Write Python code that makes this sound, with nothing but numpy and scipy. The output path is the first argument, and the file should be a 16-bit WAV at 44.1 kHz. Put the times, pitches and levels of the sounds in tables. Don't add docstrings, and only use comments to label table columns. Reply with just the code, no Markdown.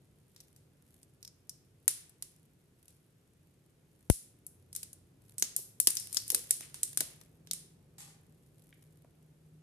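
import sys
import numpy as np
from scipy import signal
from scipy.fft import rfft, irfft, next_fast_len
from scipy.io import wavfile

SR = 44100
rng = np.random.default_rng(int(sys.argv[2]) if len(sys.argv) > 2 else 0)


def generate_wav(signal):
    frames = np.transpose(np.atleast_2d(signal))
    scaled = np.clip(frames, -1, 1) * 32767
    pcm = np.round(scaled).astype(np.int16)
    wavfile.write(sys.argv[1], SR, pcm)


N = 424241

# start_s, level_db (main band), weight_db (how hard it shakes the pack),
# pitch_hz (part that springs loose), pan_db (left minus right), room_send_db (relative to the snap)
SNAPS = [(0.3626, -62.5, 15, 3900, 0, 0.5), (.4043, -57.5, 3, 5700, 2, -7), (0.5627, -61.5, 8, 10900, 2, 3),
         (1.0309, -57.5, 6, 8400, -1, -9), (1.2285, -54.5, 0, 5300, -1, -9),
         (1.2499, -52.5, 2, 5500, 3, -4.5), (1.2768, -55, 4, 5200, 2, -7.5),
         (1.4951, -43.5, -13, 5400, 0, -5.5), (1.8798, -19, 2.5, 9660, 4.5, -3.5),
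         (2.0951, -57.5, -11, 10550, 5, -4), (2.2242, -37.5, 4.5, 10100, 0, -3),
         (2.8813, -56.5, 11, 9900, 2, 2), (4.0999, -25.5, -13, 9900, 2, 3),
         (4.4663, -42, -28, 10600, 6, -3), (4.7293, -46.5, -3, 10300, 3, 0), (4.751, -40, 0, 8400, 3, 5),
         (4.7625, -36, -6.5, 11300, 6, -2), (4.831, -39, 6, 9300, 3, -4), (4.931, -47.5, -3, 9800, 2, -4),
         (5.3824, -35.5, -8.5, 8200, -2, 2), (5.3974, -39.5, -17, 11200, 7.5, -3),
         (5.4239, -25, 7, 6500, 2, -5), (5.5639, -27.5, -16.5, 11400, 3, 1),
         (5.8012, -21, -18.5, 10800, 6, -2), (5.8719, -16.5, 8.5, 10000, 2.5, -8.5),
         (5.8874, -33.5, -4.5, 9600, -2.5, 8), (5.905, -28.5, -14, 9600, 8, 0),
         (5.9529, -36, -15, 9300, 13, 2), (5.97, -34, -5.5, 5300, 5, 0), (5.9989, -38, -15, 9400, 16, 6),
         (6.1288, -37.5, -4.5, 9600, 6.5, 5), (6.1462, -34.5, 0, 10600, 5.5, 5),
         (6.17, -29, 1.5, 4800, 10.5, -6.5), (6.2796, -40.5, -7, 10500, 2, 9),
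         (6.3028, -25.5, 2, 10700, 4.5, -4), (6.3191, -33.5, -12, 10600, 20, 0),
         (6.3469, -22, 2, 10300, 2, -2.5), (6.5082, -19.5, -5.5, 9600, 2, -2.5),
         (6.608, -44.5, 21, 9000, 1, 6), (6.7436, -42.5, 14.5, 9700, 0, 5),
         (6.8324, -24.5, -8, 8800, 1, -2), (6.931, -50, 14, 10200, 1, -24),
         (6.9736, -25.5, 4, 9500, 3.5, -2.5), (7.0064, -26.5, 12, 10300, 1, -3),
         (7.2132, -57, 26.5, 10200, 6, -4), (7.4724, -61, 23, 3400, -2, 0), (7.512, -34, 0, 3807, -1, -6),
         (7.534, -33.5, 0, 9600, -9, 1.5)]


def snaps():
    direct, sent = np.zeros((2, N)), np.zeros((1, N))
    for start_s, level_db, weight_db, pitch_hz, pan_db, room_send_db in SNAPS:
        levels_db = level_db + snap_levels(weight_db, pitch_hz)
        add(direct, start_s - .0003, snap(levels_db, pitch_hz, pan_db))
        click = signal.unit_impulse(1024)[None]
        add(sent, start_s, bands_of(click, levels_db + room_send_db, pitch_hz))
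    return direct, sent[0]


def snap(levels_db, pitch_hz, pan_db, t60_s=.018, crack=0.86, crack_s=0.00033, recoil=0.33,
         alike=0.33, turn_hz=3300, turn_width_hz=2400):
    t = np.arange(2048) / SR
    since_recoil = t - rng.uniform(0.0015, .003)
    first = crack * np.exp(-t / crack_s)
    second = recoil * (since_recoil > 0) * np.exp(-np.abs(since_recoil) / crack_s)
    envelope = from_db(-60 * t / t60_s) + first + second
    shared, *own = rng.standard_normal((3, len(t)))
    turned = shared - 2 * resonance(shared, turn_hz, turn_width_hz)
    noise = np.sqrt(alike) * np.array([shared, turned]) + np.sqrt(1 - alike) * np.array(own)
    port_gain = rms_one(from_db(np.array([[pan_db], [-pan_db]]) / 2))
    return bands_of(noise * envelope, levels_db, pitch_hz) * port_gain


SNAP_EDGES_HZ = [200, 900, 3200, 7500, 11500, 14500]
CRACK_DB = [-24.5, -15, -1.5, 0, -4]
WEIGHT_SHARE = [0.92, .55, .2, 0, 0]
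LOOSE_LIFT_DB, LOOSE_SPREAD_OCTAVES = 6.5, 0.49


def snap_levels(weight_db, pitch_hz):
    edges = np.array(SNAP_EDGES_HZ)
    octaves = np.log2(np.sqrt(edges[1:] * edges[:-1]) / pitch_hz)
    lift_db = LOOSE_LIFT_DB * np.exp(-(octaves / LOOSE_SPREAD_OCTAVES) ** 2)
    colour_db = np.array(CRACK_DB) + weight_db * np.array(WEIGHT_SHARE) + lift_db
    return colour_db - colour_db[3]


# centre_hz, width_hz, lift_db
PACK = [(320, 360, 10), (1750, 700, 1)]


def bands_of(burst, levels_db, pitch_hz, ring_db=6.5, ring_width_hz=900):
    size, edges = burst.shape[-1], np.array(SNAP_EDGES_HZ)
    spectrum, hz = rfft(burst), np.arange(size // 2 + 1) * SR / size
    power = 2 * np.mean(np.abs(spectrum) ** 2, axis=0) / (size * .006 * SR)
    gain_db = -10 * np.log10(1 + (edges[0] / (hz + 1)) ** 6)
    for centre_hz, width_hz, lift_db in [(pitch_hz, ring_width_hz, ring_db), *PACK]:
        gain_db = gain_db + lift_db / (1 + (2 * (hz - centre_hz) / width_hz) ** 2)
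    which = np.digitize(hz, edges)
    centres_hz = (edges[1:] + edges[:-1]) / 2
    for _ in range(4):
        held_db = 10 * np.log10(np.bincount(which, power * from_db(gain_db) ** 2)[1:-1])
        gain_db = gain_db + np.interp(hz, centres_hz, levels_db - held_db)
    cepstrum = irfft(np.log(from_db(gain_db)))
    cepstrum[1:size // 2] *= 2
    cepstrum[size // 2 + 1:] = 0
    return irfft(spectrum * np.exp(rfft(cepstrum)))


SETTLES_ABOVE_DB, SETTLE_DB, SETTLE_GAP_S, SETTLE_LOSS_DB = -33.5, -19.5, .009, 2


def settling(count=3):
    out = np.zeros((2, N))
    for start_s, level_db, weight_db, pitch_hz, pan_db, _ in SNAPS:
        if level_db <= SETTLES_ABOVE_DB:
            continue
        gaps_s = SETTLE_GAP_S * rng.uniform(0.55, 2, count)
        for k, later_s in enumerate(np.cumsum(gaps_s)):
            crackle_db = level_db + SETTLE_DB - SETTLE_LOSS_DB * k
            levels_db = crackle_db + snap_levels(weight_db, pitch_hz)
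            add(out, start_s + later_s, snap(levels_db, pitch_hz, pan_db))
    return out


def port_jolt(start_s=4.0996, level_db=-2.5, swing_hz=78, t60_s=0.029, push_s=0.00075, push=0.7,
              right_db=-18, rasp_db=-15, rasp_s=0.0018):
    t, out = np.arange(4096) / SR, np.zeros((2, N))
    dent = -push * (t / push_s) ** 2 * np.exp(1 - (t / push_s) ** 2)
    after_s = np.maximum(t - push_s, 0)
    swing = np.sin(2 * np.pi * swing_hz * after_s) * from_db(-60 * after_s / t60_s)
    rasp_noise = rms_one(band(rng.standard_normal(len(t)), 1250, 3800))
    rasp = from_db(rasp_db) * rasp_noise * np.exp(-t / rasp_s)
    add(out, start_s, (dent + swing + rasp) * from_db([[level_db], [level_db + right_db]]))
    return out


# freq_hz, gain_db
RUB_COLOUR = [(1000, -11.5), (3000, -3), (6000, -5), (10500, 5), (13500, -0.5), (15000, -33)]


def rubbing(grains_per_s=90, spread_db=4.0, trim_db=-1.5, smooth_db=-6, grain_s=0.0014):
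    sizes = from_db(spread_db * np.minimum(rng.exponential(1, N), 4))
    ticks = (rng.random(N) < grains_per_s / SR) * sizes
    envelope = signal.lfilter([1], [1, -np.exp(-1 / (grain_s * SR))], ticks + 1e-18)
    grains = diffuse_noise() * (rms_one(envelope) + from_db(smooth_db))
    return from_db(trim_db) * sliding() * rms_one(coloured(grains, RUB_COLOUR))


# start_s, length_s, level_db (before the rubbing trim)
STROKES = [(.35, 0.075, -68.5), (0.873, 0.11, -70.5), (2.25, .15, -76.5), (2.82, .12, -72.5),
           (3.92, .15, -74), (4.55, 0.7, -80.5), (5.27, .03, -67.5), (5.973, .06, -52),
           (6.116, 0.45, -55.5), (6.799, 0.22, -58.5), (8.377, 0.52, -73)]
STROKE_RISE_S, STROKE_FADE_S = 0.071, 0.14
GRIP_DB = -81.5


def sliding():
    t = np.arange(N) / SR
    strength = np.full(N, from_db(GRIP_DB))
    for start_s, length_s, level_db in STROKES:
        rise = np.maximum(start_s - t, 0) / STROKE_RISE_S
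        fade = np.maximum(t - start_s - length_s, 0) / STROKE_FADE_S
        strength = np.maximum(strength, from_db(level_db) * np.exp(-rise - fade))
    return strength


# start_s, level_db, centre_hz, width_hz (each of 2 passes), t60_s
BUMPS = [(5.59, -51, 330, 250, 0.041), (6.322, -51, 424, 258, 0.26), (6.35, -52.5, 420, 220, .21),
         (6.626, -54, 2203, 1205, 0.11), (7.011, -45, 382, 550, 0.05), (8.727, -52.5, 2140, 1307, 0.019),
         (9.046, -50.5, 336.4, 367, 0.031)]


def bumps():
    t, out = np.arange(8192) / SR, np.zeros((2, N))
    for start_s, level_db, centre_hz, width_hz, t60_s in BUMPS:
        once = resonance(rng.standard_normal(len(t)), centre_hz, width_hz)
        shudder = rms_one(resonance(once, centre_hz, width_hz))
        add(out, start_s, (from_db(level_db) * shudder * from_db(-60 * t / t60_s))[None])
    return out


# start_s, level_db
LANDING = [(7.982, -47.5), (8.003, -49), (8.076, -57.5)]
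# freq_hz, gain_db
LANDING_COLOUR = [(300, -31.5), (800, 3), (1300, -4.5), (2500, -5.5), (5000, -0.5), (8000, 2.5), (12000, 2),
                  (15000, -26)]


def landing(bounce_s=0.011):
    t, out = np.arange(4096) / SR, np.zeros((2, N))
    for start_s, level_db in LANDING:
        scuff = rms_one(coloured(rng.standard_normal((2, len(t))), LANDING_COLOUR))
        add(out, start_s, from_db(level_db) * scuff * np.exp(-t / bounce_s))
    return out


# left_delay_s, right_delay_s, level_db
ECHOES = [(.0031, 0.0047, -11), (.0072, 0.0066, -18.5), (0.012, .0151, -22)]


def reflections(x):
    n, out = np.arange(N), np.zeros((2, N))
    for left_delay_s, right_delay_s, level_db in ECHOES:
        left = np.interp(n - left_delay_s * SR, n, x[0])
        right = np.interp(n - right_delay_s * SR, n, x[1])
        out += from_db(level_db) * np.array([left, right])
    return out


# freq_hz, t60_s
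ROOM_T60 = [(200, 0.74), (1500, 0.73), (4000, 0.44), (8000, 0.37), (14000, 0.35)]
# freq_hz, gain_db
ROOM_COLOUR = [(150, -10), (500, -9.5), (1800, -4.5), (4000, -4.5), (9000, -7.5), (13500, -10.5),
               (15000, -25)]


def room(x, build_s=0.0066):
    t, tail = np.arange(round(.6 * SR)) / SR, 0
    edges_hz = np.geomspace(120, 16000, 15)
    for low_hz, high_hz in zip(edges_hz, edges_hz[1:]):
        decay = from_db(-60 * t / at_hz(ROOM_T60, np.sqrt(low_hz * high_hz)))
        envelope = decay * (1 - np.exp(-(t / build_s) ** 2))
        noise = band(rng.standard_normal((2, len(t))), low_hz, high_hz)
        tail = tail + noise * envelope / np.sqrt(np.sum(envelope ** 2))
    return signal.fftconvolve(x[None], coloured(tail, ROOM_COLOUR), axes=1)[:, :N]


# time_s, firing_hz, level_db (about which it wavers)
MOTOR = [(4.3, 87.7, -82.5), (4.6, 90.2, -68), (5.05, 90.5, -69.5), (5.3, 106, -71), (6.2, 106.7, -69.5),
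         (6.45, 130.9, -68.5), (7.6, 166.7, -66), (8.3, 155.2, -69.5), (9.4, 154.7, -64)]


def motor(waver_db=3.5, waver_hz=9):
    firing_hz, level_db = in_time(MOTOR)
    waver = np.interp(np.arange(N) / SR * waver_hz, np.arange(256), rng.standard_normal(256))
    tone = np.sqrt(2) * np.sin(2 * np.pi * np.cumsum(firing_hz) / SR)
    return from_db(level_db + waver_db * waver) * tone


# time_s, level_db
HUM = [(1.5, -66), (3.2, -67.5), (5, -64.5), (7, -62.5), (9.6, -65)]
# freq_hz, gain_db
HUM_COLOUR = [(20, -16), (35, -11), (55, -8), (100, -2.5), (150, 1), (200, -8.5), (400, -11.5),
              (700, -22.5), (1500, -35), (3000, -57)]
# freq_hz, gain_db
HISS_COLOUR = [(600, -13), (1400, -5), (2500, -6.5), (5000, -10.5), (9800, -10), (13800, -15),
               (15000, -28.5)]
HISS_DB = -78


def background():
    hum_db, = in_time(HUM)
    hum = from_db(hum_db) * rms_one(coloured(diffuse_noise(), HUM_COLOUR))
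    hiss = from_db(HISS_DB) * rms_one(coloured(diffuse_noise(), HISS_COLOUR))
    return hum + hiss


# freq_hz, correlation
LIKENESS = [(60, 0.84), (150, 1), (400, 0.64), (1300, 0.11), (4400, 0.055), (8000, 0.46), (15000, 1)]


def diffuse_noise():
    size = next_fast_len(N)
    mid, side = rfft(rng.standard_normal((2, size)))
    alike = np.clip(at_hz(LIKENESS, np.arange(len(mid)) * SR / size), -.99, .99)
    stereo = np.sqrt(1 + alike) * mid + np.sqrt(1 - alike) * side * [[1], [-1]]
    return irfft(stereo, size)[:, :N]


def from_db(db):
    return 10 ** (np.asarray(db) / 20)


def rms_one(x):
    return x / np.sqrt(np.mean(x ** 2) + 1e-20)


def in_time(rows):
    time_s, *columns = np.transpose(rows)
    return [np.interp(np.arange(N) / SR, time_s, column) for column in columns]


def at_hz(points, hz):
    points = np.array(points)
    return np.interp(np.log(np.maximum(hz, 1)), np.log(points[:, 0]), points[:, 1])


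def band(x, low_hz, high_hz, order=3):
    edges_hz = [low_hz, min(high_hz, .48 * SR)]
    return signal.sosfilt(signal.butter(order, edges_hz, "band", fs=SR, output="sos"), x)


def resonance(x, hz, width_hz):
    r = np.exp(-np.pi * width_hz / SR)
    zeros = np.array([1, 0, -1]) * (1 - r * r) / 2
    poles = [1, -2 * r * np.cos(2 * np.pi * hz / SR), r * r]
    return signal.lfilter(zeros, poles, x + 1e-18)


def coloured(x, spectrum):
    size = next_fast_len(x.shape[-1])
    gain = from_db(at_hz(spectrum, np.arange(size // 2 + 1) * SR / size))
    return irfft(rfft(x, size) * gain, size)[..., :x.shape[-1]]


def add(track, start_s, sound):
    i = max(round(start_s * SR), 0)
    track[:, i:i + sound.shape[-1]] += sound[:, :max(N - i, 0)]


def scene():
    direct, sent = snaps()
    far, dull = landing(), bumps()
    tail = room(sent + dull[0] + from_db(11.5) * far[0])
    hands = direct + settling() + port_jolt() + rubbing() + dull
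    return hands + far + reflections(direct) + tail + motor() + background()


CUTOFF_HZ = 16600


def record(dry):
    lean = signal.sosfilt(signal.butter(3, 42, "high", fs=SR, output="sos"), dry)
    clipped = np.clip(lean, -.8, .8)
    soft = signal.sosfilt(signal.butter(14, 14100, fs=SR, output="sos"), clipped)
    return signal.sosfilt(signal.cheby2(12, 70, CUTOFF_HZ, fs=SR, output="sos"), soft)


dry = scene()
out = record(dry)
generate_wav(out)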